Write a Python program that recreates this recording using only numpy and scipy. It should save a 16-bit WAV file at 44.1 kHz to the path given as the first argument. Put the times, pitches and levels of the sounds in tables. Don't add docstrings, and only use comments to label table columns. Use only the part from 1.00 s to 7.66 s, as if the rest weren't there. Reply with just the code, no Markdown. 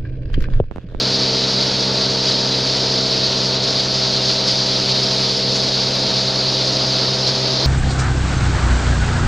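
import sys
import numpy as np
from scipy import signal
from scipy.fft import rfft, irfft, next_fast_len
from scipy.io import wavfile
from scipy.ndimage import uniform_filter1d, map_coordinates

SR = 44100
rng = np.random.default_rng(int(sys.argv[2]) if len(sys.argv) > 2 else 0)


def store_wav(level_fs):
    pcm = np.round(np.clip(np.atleast_2d(level_fs), -1, 1) * 32767)
    wavfile.write(sys.argv[1], SR, pcm.T.astype(np.int16))


N = 293706
TIME = np.arange(N) / SR
ROTOR_HZ, SLOW_HZ = 65.055, 24.87


def grain(clock, place, flow_db, clump_db=0.5, fine_clump_db=1.0, throb=0.048):
    # frequency in Hz, relative spectral density in dB.
    steel_spectrum = [(100, -50), (900, -25), (2000, -18.5), (2800, -14), (3500, -8), (4000, -2), (4600, 0),
                      (5100, -3.5), (5600, -10.5), (6100, -14.5), (6650, -18.5), (7000, -25), (7500, -29),
                      (8000, -39.5), (11000, -68)]
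    spray_spectrum = [(5000, -28), (8200, 0.5), (9500, 0), (10500, -5.5), (11300, -10), (12300, -15),
                      (13400, -17), (15400, -26)]
    sizzle_spectrum = [(7000, -25), (8700, -5), (9800, 1), (10700, -5), (11500, -13), (13400, -16),
                       (15400, -20)]
    # time in seconds, levels of steel and of spray in dB at an even feed.
    levels = [(0, -18.5, -53), (1.0, -19, -54), (2.7, -19, -54.5), (3.5, -18.5, -53.6), (4.3, -18.6, -52),
              (5.2, -19, -53.8), (6.66, -19.5, -54)]
    clumps = drift(44)
    pulsation = 1 + throb * np.sin(2 * np.pi * (ROTOR_HZ + 2 * SLOW_HZ) * clock)
    steel = coloured(impacts(per_s=22000, spread_db=2.1) * pulsation, steel_spectrum)
    steel = strike_colour(steel, bright_db=0.26 * flow_db + 0.45 * drift(14))
    spray = coloured(impacts(per_s=14000, spread_db=2.2), spray_spectrum)
    sizzle = coloured(impacts(per_s=5000, spread_db=2.0), sizzle_spectrum)
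    share = 0.4 * np.clip(place, 0, 1)
    meal = np.sqrt(1 - share) * spray + np.sqrt(share) * sizzle
    steel_db = curve(levels, column=1) + flow_db + clump_db * clumps
    meal_db = curve(levels, column=2) + 1.2 * flow_db + fine_clump_db * clumps
    return steel * gain_of(steel_db) + meal * gain_of(meal_db)


def strike_colour(x, bright_db, patchy_db=0.71, patch_hz=700, patch_s=0.038, pivot_hz=4900):
    hz, t, spectra = signal.stft(x, SR, nperseg=512, noverlap=384)
    patches = rng.standard_normal(spectra.shape)
    patches = uniform_filter1d(patches, round(patch_hz / hz[1]), axis=0)
    patches = unit_rms(uniform_filter1d(patches, round(patch_s / t[1]), axis=1))
    shelf = np.tanh(2 * np.pi * np.log((hz[:, None] + 1) / pivot_hz))
    spectra *= gain_of(patchy_db * patches + shelf * np.interp(t, TIME, bright_db))
    return unit_rms(signal.istft(spectra, SR, nperseg=512, noverlap=384)[1][:N])


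def feed(uneven_db=0.29):
    # midpoint and length in seconds, change of flow in dB (slug +, gap -).
    surges = [(.89, .14, -1.7), (1.288, 0.14, 2.3), (1.777, 0.072, 2), (2.26, 0.068, 1.5),
              (2.586, 0.084, -3.5), (2.802, 0.047, 1.8), (3.3, 0.087, 2.8), (3.487, .09, 3),
              (3.9, .07, 2.2), (4.05, .07, 2), (4.47, 0.17, -2), (4.564, 0.063, 2.5), (6.28, .07, 3)]
    flow_db = uneven_db * drift(14)
    for middle, length, db in surges:
        flow_db += db * np.cos(np.pi * np.clip((TIME - middle) / length, -.5, .5)) ** 2
    return flow_db


def rotor_drone(clock, waver_db=0.2):
    # time in seconds, level in dB.
    levels = [(0, -29.3), (2.15, -29.5), (2.42, -29.5), (2.53, -29), (2.63, -29), (2.95, -28.5), (3.2, -28),
              (3.4, -30.5), (3.88, -28), (4.22, -28), (4.4, -33), (4.49, -25), (4.58, -29), (5.9, -27.5),
              (6.5, -27), (6.66, -25.5)]
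    level_db = curve(levels) + waver_db * drift(8.2)
    return np.sqrt(2) * gain_of(level_db) * np.sin(2 * np.pi * 2 * ROTOR_HZ * clock)


def rotor_hum(clock, place, harmonic_gain_db=0.38):
    # harmonic number, relative levels in dB by the sack, by the spout and under the spout.
    harmonics = [(1, -45.5, -45.5, -45), (3, -32, -35.5, -33), (4, -37, -62, -45.5), (5, -42.5, -57, -45.5),
                 (6, -36, -35.5, -41), (7, -33, -39.5, -38), (8, -47, -39.5, -34.5), (9, -45, -43.5, -43),
                 (10, -35.5, -35, -33), (11, -43, -43, -40), (12, -58, -45, -55), (13, -54, -51, -50),
                 (14, -45, -46, -43)]
    # multiple of the rotor's speed, multiple of the slow speed added to it, level in dB.
    sidebands = [(1, 3, -45.5), (4, -2, -44.5), (4, -1, -44.5), (5, -1, -44), (7, 2, -40.5), (8, -1, -43),
                 (8, 1, -46), (9, -2, -46.5), (9, 2, -42), (11, 2, -48.5), (17, -1, -51)]

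    def tone(hz, waver):
        amplitude = np.sqrt(2) * (1 + waver * drift(2.25))
        return amplitude * np.sin(2 * np.pi * (hz * clock + rng.random()))

    main = sum(np.interp(place, [0, 1, 2], gain_of(levels)) * tone(n * ROTOR_HZ, waver=0.15)
               for n, *levels in harmonics)
    sides = sum(gain_of(db) * tone(n * ROTOR_HZ + m * SLOW_HZ, waver=0.23) for n, m, db in sidebands)
    return gain_of(harmonic_gain_db) * main + sides


def air(gust_db=1.04):
    # frequency in Hz, relative spectral density in dB.
    spectrum = [(20, -29), (55, -26), (90, -6), (122, 3), (165, -6.5), (205, 0), (250, 1.5), (315, 2),
                (400, -1.5), (600, 0.5), (760, -7), (930, -2), (1020, -8.5), (1350, -6), (1650, -12),
                (3500, -32), (9000, -58)]
    return coloured(rng.standard_normal(N), spectrum) * gain_of(gust_db * drift(12))


def casing_rattle(clock):
    # frequency in Hz, relative level of the tones in dB.
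    spectrum = [(150, -31), (220, -3), (550, 0), (800, -5.5), (1400, -10), (2600, -14)]
    hz = (np.arange(3, 40)[:, None] * ROTOR_HZ + np.arange(-4, 5) * SLOW_HZ).ravel()
    size = next_fast_len(2 * N)
    phasors = np.exp(2j * np.pi * rng.random(len(hz)))
    comb = np.zeros(size // 2 + 1, complex)
    comb[np.round(hz * size / SR).astype(int)] = gain_at(spectrum, hz) * phasors
    buzz = irfft(comb, size)
    return unit_rms(map_coordinates(buzz, [clock * SR], order=1, mode="wrap"))


def kernel_ticks(t60_s=0.0098, band_hz=(8500, 13000), gain_db=-2):
    # start in seconds, relative level in dB.
    strikes = [(3.4845, -42), (3.8881, -43), (4.1355, -35), (4.369, -43), (4.56, -45), (4.9541, -32),
               (5.89, -45), (6.2706, -46), (6.4787, -35)]
    t, ticks = np.arange(SR // 20) / SR, np.zeros(N)
    for start, db in strikes:
        burst = gain_of(db + gain_db - 60 * t / t60_s) * rng.standard_normal(len(t))
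        span = ticks[round(start * SR):][:len(t)]
        span += burst[:len(span)]
    return signal.sosfilt(signal.butter(1, band_hz, "band", fs=SR, output="sos"), ticks)


def motor_frame():
    # frequency in Hz, level in dB.
    tones = [(19.9, -50), (30.2, -54), (49.75, -51.5), (82.7, -51), (100, -54), (127.1, -54)]
    return np.sqrt(2) * sum(gain_of(db) * np.sin(2 * np.pi * (hz * TIME + rng.random()))
                            for hz, db in tones)


def impacts(per_s, spread_db):
    strength = gain_of(spread_db * np.minimum(rng.exponential(1, N), 5))
    return unit_rms(strength * rng.choice([-1., 1.], N) * (rng.random(N) < per_s / SR))


def drift(rate_hz, size=2048):
    hz = np.fft.rfftfreq(size, N / SR / size)
    slow = irfft(rfft(rng.standard_normal(size)) / np.sqrt(1 + (hz / rate_hz) ** 4))
    return np.interp(TIME, np.linspace(0, N / SR, size), unit_rms(slow))


def coloured(x, spectrum):
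    size = next_fast_len(N + 4096)
    response = gain_at(spectrum, np.fft.rfftfreq(size, 1 / SR))
    return unit_rms(irfft(rfft(x, size) * response, size)[:N])


def gain_at(spectrum, hz):
    knots_hz, db = np.transpose(spectrum)
    return gain_of(np.interp(np.log(hz + 1), np.log(knots_hz + 1), db))


def curve(rows, column=1):
    rows = np.asarray(rows)
    return np.interp(TIME, rows[:, 0], rows[:, column])


def gain_of(db):
    return 10 ** (np.asarray(db) / 20)


def unit_rms(x):
    return x / np.sqrt(np.mean(x ** 2) + 1e-20)


def scene(wander=0.000714, air_db=-5.0, rattle_db=-8.0):
    # time in seconds, listener's place (0 by the sack, 1 by the spout, 2 under it).
    path = [(0, 0), (2.0, 0), (2.9, 1), (4.6, 0.5), (5.2, 1.5), (6.66, 1)]
    # time in seconds, relative level of air and rattle in dB.
    roar_levels = [(0, -24.5), (1.95, -25), (2.25, -27), (2.5, -24.5), (3.5, -26), (4.06, -25), (4.38, -28),
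                   (4.6, -26), (5.9, -25), (6.66, -23)]
    clock = np.cumsum(1 + wander * drift(2.39)) / SR
    place, flow_db = curve(path), feed()
    roar = gain_of(air_db) * air() + gain_of(rattle_db) * casing_rattle(clock)
    roar *= gain_of(curve(roar_levels) + 0.17 * flow_db)
    machine = rotor_drone(clock) + rotor_hum(clock, place) + motor_frame() + roar
    mill = machine + grain(clock, place, flow_db) + kernel_ticks()
    return np.array([mill, mill])


def record(dry, cutoff_hz=15450):
    lowpass = signal.firwin(511, cutoff_hz, window=("kaiser", 9), fs=SR)
    return signal.oaconvolve(dry, lowpass[None], "same")


dry = scene()
out = record(dry)
store_wav(out)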